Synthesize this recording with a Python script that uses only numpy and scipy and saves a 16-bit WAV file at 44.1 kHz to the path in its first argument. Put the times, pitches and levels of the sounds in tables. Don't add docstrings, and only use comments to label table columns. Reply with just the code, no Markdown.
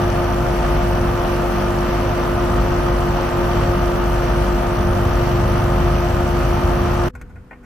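import sys
import numpy as np
from scipy import signal
from scipy.fft import rfft, irfft, next_fast_len
from scipy.io import wavfile
from scipy.ndimage import uniform_filter1d

SR = 44100
rng = np.random.default_rng(int(sys.argv[2]) if len(sys.argv) > 2 else 0)


def to_wav(s):
    ch = np.atleast_2d(s).T
    pcm = np.round(np.clip(ch, -1, 1) * 32767)
    wavfile.write(sys.argv[1], SR, pcm.astype(np.int16))


N = 337359
TIME = np.arange(N) / SR

# frequency_hz, density_db
CLATTER = [(120, -65), (205, -50), (240, -58.5), (330, -57.5), (375, -57), (415, -62), (500, -57),
           (555, -55.5), (590, -58.5), (715, -56), (765, -63), (840, -57.5), (915, -58.5), (975, -59),
           (1130, -59), (1260, -57.5), (1405, -60), (1470, -64), (1600, -64), (1750, -66.5), (2200, -73.5),
           (3500, -77), (8000, -110)]


def compressor():
    # shaft_order, level_db, left_lead_rad
    orders = [(2, -38, -1), (5, -37, -0.55), (7, -42, -0.2), (9, -24.5, 0.58), (11, -47, -0.12),
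              (13, -46, 0), (14, -39.5, 0.9), (16, -33.5, 0.86), (18, -35, 1), (20, -44, -0.19),
              (22, -48, 0), (23, -38.5, -1.34)]
    shaft_hz, throb_hz, housing_hz, metal_hz = 39.062, 6.25, 712, 1255
    turns = shaft_hz * TIME
    throb = np.cos(2 * np.pi * throb_hz * TIME + .5 * drift(1.9))
    hum = harmonics(turns, [row for row in orders if row[0] < 17], waver_db=.7, slip_rad=.055)
    whine = harmonics(turns, [row for row in orders if row[0] >= 17], waver_db=.7, slip_rad=.055)
    whine *= undb(2.2 * throb)
    strokes = impacts(2 * turns, decay_cycles=2.4, scatter_db=1.1, jitter_cycles=.075)
    force = undb(.75 * throb + .5 * drift(14)) * strokes
    rattle = unit(force * (noise() + .15 * periodic_noise(turns, shaft_hz)))
    housing_band = [(housing_hz * k, db) for k, db in [(.87, -70), (.985, 0), (1.015, 0), (1.13, -70)]]
    housing = undb(-40.5) * unit((1 + throb) * stereo(noise(), housing_band))
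    metal_band = [(metal_hz * k, db) for k, db in [(.8, -70), (.97, 0), (1.03, 0), (1.25, -70)]]
    metal_db = -41.5 + 3.2 * ramp(2.3, .5) + 2 * throb
    metal = undb(metal_db) * unit(stereo(strokes * noise(), metal_band))
    return hum + whine + housing + metal + undb(-4.5) * stereo(rattle, CLATTER)


def high_hiss(flicker_db=2.1, grain_db=1.3):
    centres = [6000, 7500, 9000, 10500, 12000, 13500, 15000]
    # frequency_hz, density_db
    spectrum = [(2000, -100), (6000, -91.5), (7500, -86.5), (8500, -90.5), (9300, -86.5), (10700, -88),
                (11600, -90.5), (13300, -86.5), (15000, -86)]
    # offset_hz, gain_db
    band = [(-1300, -40), (-750, -3), (-450, 0), (450, 0), (750, -3), (1300, -40)]
    hiss = 0
    for hz in centres:
        flicker = np.minimum(drift(28) + drift(75), 1)
        modulated = unit(undb(flicker_db * flicker + grain_db * drift(600)) * noise())
        hiss += colour(modulated, [(hz + offset, db) for offset, db in band])
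    return stereo(hiss, spectrum)


def engine(turns, firing_hz):
    # firing_order, level_db, left_lead_rad
    orders = [(2, -35.5, -0.28), (3, -31.5, -0.036), (4, -36, -1), (5, -32.5, -0.6), (6, -42, -0.54),
              (7, -39, 0), (9, -41.5, 0.1), (10, -38, -0.64), (11, -37.5, 0.85), (13, -44, 0.81),
              (14, -36.5, 1.47), (16, -37, 1.8), (18, -39.5, 0.9), (19, -54, 0), (20, -49, 0),
              (21, -39, 1.6), (23, -55, -0.16), (24, -40.5, 1.4), (25, -40.5, -0.021), (26, -45, 0.25),
              (27, -51, 0.42), (29, -45, 1), (30, -47, -1), (31, -45, -1.2), (32, -49.5, 0),
              (35, -49.5, 0.18), (37, -53, 0), (38, -52.5, 0), (39, -56, 0), (48, -57.5, -0.55),
              (52, -58, 0), (58, -61, 0), (62, -55, -0.17)]
    # time_s, gain_db
    swell = [(0, -1), (.3, 2.5), (.9, .5), (1.45, -2), (2.35, -1.5), (2.72, 3), (3.15, -.5), (3.35, -4),
             (3.55, 0), (4, .5), (4.2, 4), (4.45, 4), (4.65, 0), (5.3, 0), (5.75, 2.5), (6.3, 0), (6.8, 2),
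             (7.1, 0)]
    # frequency_hz, density_db
    rumble_spectrum = [(3, -90), (20, -59), (35, -50), (60, -46), (85, -49.5), (115, -47.5), (165, -52.5),
                       (200, -54), (240, -62), (400, -80), (1500, -130)]
    # frequency_hz, density_db
    valve_spectrum = [(900, -73), (2000, -72), (2950, -73), (3700, -87), (4500, -78.5), (4900, -83.5),
                      (6150, -79), (6700, -121.5), (15000, -102)]
    # frequency_hz, density_db
    injector_spectrum = [(2500, -100), (3800, -92.5), (6100, -83), (6800, -100), (15000, -110)]
    swell_db = np.interp(TIME, *np.transpose(swell))
    boom = undb(-22.5 + .82 * swell_db) * harmonics(turns, [(1, 0, 0)], waver_db=1.3, slip_rad=.1)
    crank = harmonics(turns / 3, [(2, -34, 0)], waver_db=-.5, slip_rad=.23)
    drone = harmonics(turns, orders, waver_db=1, slip_rad=.095)
    blows = impacts(5 * turns, decay_cycles=.8, scatter_db=1.4, jitter_cycles=.08)
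    load = undb(1.2 * np.cos(2 * np.pi * turns) + .7 * drift(10))
    each_cycle = periodic_noise(turns / 6, firing_hz.mean() / 6)
    each_firing = periodic_noise(turns, firing_hz.mean())
    clatter = unit(blows * load * (noise() + .5 * each_cycle + .25 * each_firing))
    valves = impacts(4 * turns, decay_cycles=1.6, scatter_db=1, jitter_cycles=.13)
    injectors = impacts(turns, decay_cycles=.17, scatter_db=2, jitter_cycles=.015)
    ticks = undb(.96 * drift(13)) * stereo(unit(valves * noise()), valve_spectrum)
    clicks = stereo(injectors * noise(), injector_spectrum)
    rumble = undb(swell_db) * stereo(noise(), rumble_spectrum)
    return boom + crank + drone + rumble + undb(-2.5) * stereo(clatter, CLATTER) + ticks + clicks


def truck_exhaust(shaft_hz, orders, roar_db):
    # centre_hz, width_hz, lift_db
    pipe = [(78, 4, 7), (100.5, 3, 3), (122, 3, 5)]
    roar = stereo(noise(), [(40, -29), (70, -16), (125, -18), (165, -28), (200, -19), (350, -80)])
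    turns = np.cumsum(shaft_hz) / SR
    drone = 0
    for order, level_db in orders:
        lift_db = sum(db * np.exp(-((order * shaft_hz - hz) / width) ** 2) for hz, width, db in pipe)
        drone += undb(lift_db) * harmonics(turns, [(order, level_db, 0)], waver_db=1.6, slip_rad=.44)
    return drone + undb(roar_db) * roar


def truck_cruising():
    # peak_s, length_s, level_db
    waves = [(0.0, 0.69, -27.5), (1.004, 0.9, -26.5), (2.4, 2.7, -31.5), (3.688, 0.88, -28)]
    cruise_hz, faster_hz = 24.5, 26.78
    shaft_hz = cruise_hz + (faster_hz - cruise_hz) * ramp(2.2, 1.13)
    gain = sum(undb(db) * np.sin(np.pi * ramp(peak_s, length_s)) for peak_s, length_s, db in waves)
    return gain * truck_exhaust(shaft_hz, [(4, -1.2)], roar_db=-2.5)


def truck_pulling_away():
    start_s, attack_s, recede_db_per_s = 4.62, .13, 1.3
    from_hz, top_hz, climb_s = 21, 26.9, .85
    age = np.maximum(TIME - start_s, 0)
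    shaft_hz = top_hz - (top_hz - from_hz) * np.exp(-age / climb_s)
    gain = np.minimum(age / attack_s, 1) * undb(-23 - recede_db_per_s * age)
    return gain * truck_exhaust(shaft_hz, [(3, -8), (4, -5), (5, -6)], roar_db=-4.5)


def chassis_knocks():
    # start_s, level_db, relative_scrape_db, attack_s, t60_s, pitch_hz
    blows = [(7.151, -35.5, -11, 0.0007, 0.115, 1430), (7.195, -45, -16, .006, .1, 1420),
             (7.213, -34.5, -7, 0.0006, 0.08, 1420), (7.294, -46, -12, .004, .14, 1400),
             (7.357, -41.5, -20, .001, .14, 1460), (7.509, -33.5, -30, 0.0011, 0.13, 1850),
             (7.527, -38, -32, .002, .11, 2250), (7.628, -43, -14, .012, .3, 1400)]
    # frequency_hz, bandwidth_hz, gain_db
    modes = [(200, 120, -3), (450, 250, 0), (780, 200, 0), (1030, 120, -1), (1450, 75, 2.5), (1840, 70, -1),
             (2120, 90, -4), (2380, 150, -5)]
    # frequency_hz, gain_db
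    scrape_spectrum = [(1000, 3), (3300, -2), (4800, -5), (7300, 1), (10000, -9), (15000, -7)]
    out = np.zeros((2, N))
    for start_s, level_db, scrape_db, attack_s, t60_s, pitch_hz in blows:
        age = np.maximum(TIME - start_s, 0)
        contact = noise()
        contact[1] = .74 * contact[0] + .58 * contact[1]
        ring = 0
        for hz, bandwidth_hz, mode_db in modes:
            favour_db = 9 * np.exp(-(np.log2(hz / pitch_hz) / .24) ** 2)
            resonator = signal.iirpeak(hz, hz / bandwidth_hz, fs=SR)
            ring += undb(mode_db + favour_db) * signal.lfilter(*resonator, contact)
        lowpass = signal.butter(7, min(1.6 * pitch_hz, 2300), fs=SR, output="sos")
        ring = unit(signal.sosfilt(lowpass, ring))
        scrape = undb(scrape_db) * np.exp(-5 * age / t60_s) * unit(colour(contact, scrape_spectrum))
        envelope = (1 - np.exp(-age / attack_s)) * undb(-60 * age / t60_s)
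        out += undb(level_db) * envelope * (ring + scrape)
    return out


def faint_idle(turns):
    return harmonics(turns, [(1, -47, 0), (5, -53, 0), (8, -62, 0), (10, -56, 0)], waver_db=2, slip_rad=.25)


def air_and_wind():
    # frequency_hz, density_db
    air_spectrum = [(20, -72), (100, -72), (250, -75), (430, -83), (600, -88), (1460, -89), (2100, -98),
                    (2800, -102), (3700, -109), (15000, -117)]
    # frequency_hz, density_db
    wind_spectrum = [(5, -90), (20, -62), (50, -55), (100, -57), (170, -64), (300, -77), (500, -95),
                     (1500, -140)]
    hush_db = 11 - 29 * ramp(7.111, .012) + 18 * ramp(7.133, .012)
    gust = ramp(7.135, .013) * undb(-1.5 - 17 * ramp(7.43, .047))
    return undb(hush_db) * stereo(noise(), air_spectrum) + gust * stereo(noise(), wind_spectrum)


def harmonics(turns, orders, waver_db, slip_rad):
    out = np.zeros((2, N))
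    for order, level_db, lead_rad in orders:
        phase = 2 * np.pi * (order * turns + rng.random()) + slip_rad * drift(14)
        amplitude = np.sqrt(2) * undb(level_db + waver_db * drift(9))
        out += amplitude * np.sin(phase + np.array([[lead_rad], [-lead_rad]]) / 2)
    return out


def impacts(cycles, decay_cycles, scatter_db, jitter_cycles):
    cycles = cycles + jitter_cycles * drift(120)
    index = np.floor(cycles - np.floor(cycles.min())).astype(int)
    strength = undb(scatter_db * rng.standard_normal(N // 20))
    envelope = strength[index] * np.exp(-(cycles % 1) / decay_cycles)
    return unit(uniform_filter1d(envelope, int(.0007 * SR)))


def periodic_noise(turns, hz):
    size = int(SR / hz)
    return rng.standard_normal((2, size))[:, (turns % 1 * size).astype(int)]


def stereo(pair, spectrum):
    # frequency_hz, side_minus_mid_db
    width = [(60, -18), (110, -18), (200, -11), (380, -10), (700, -3), (1290, -5), (2380, -3.5), (4400, -1),
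             (8120, -3), (15000, -13)]
    mid, side = colour(pair, spectrum) * np.sqrt(SR / 2)
    return mid + np.array([[1], [-1]]) * colour(side, width)


def colour(x, points):
    size = next_fast_len(N + 8192)
    hz, db = np.transpose(points)
    bin_hz = np.maximum(np.arange(size // 2 + 1) * SR / size, 1)
    gain = undb(np.interp(np.log(bin_hz), np.log(hz), db))
    return irfft(rfft(x, size) * gain, size)[..., :N]


def drift(rate_hz):
    size = max(int(SR / rate_hz), 1)
    held = np.repeat(rng.standard_normal(N // size + 1), size)
    return unit(uniform_filter1d(uniform_filter1d(held, size), size)[:N])


def noise():
    return rng.standard_normal((2, N))


def ramp(middle_s, length_s):
    return np.clip((TIME - middle_s) / length_s + .5, 0, 1)


def unit(x):
    return x / np.sqrt(np.mean(x ** 2))


def undb(db):
    return 10 ** (np.asarray(db) / 20)


def scene():
    idle_hz, sag_hz, cut_s = 49.355, .29, 7.087
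    firing_hz = idle_hz - sag_hz * (ramp(1.17, .3) - ramp(2.5, .3))
    turns = np.cumsum(firing_hz) / SR
    din = truck_cruising() + truck_pulling_away() + compressor() + high_hiss() + engine(turns, firing_hz)
    underside = faint_idle(turns) + air_and_wind() + chassis_knocks()
    second_scene = ramp(cut_s, .0053)
    return (1 - second_scene) * din + second_scene * underside


def record(dry):
    drive, top_hz = .7, 15050
    balance = undb([[.25], [-.25]])
    rounded = np.tanh(drive * dry * balance) / drive
    return signal.sosfilt(signal.ellip(10, .2, 80, top_hz, fs=SR, output="sos"), rounded)


dry = scene()
out = record(dry)
to_wav(out)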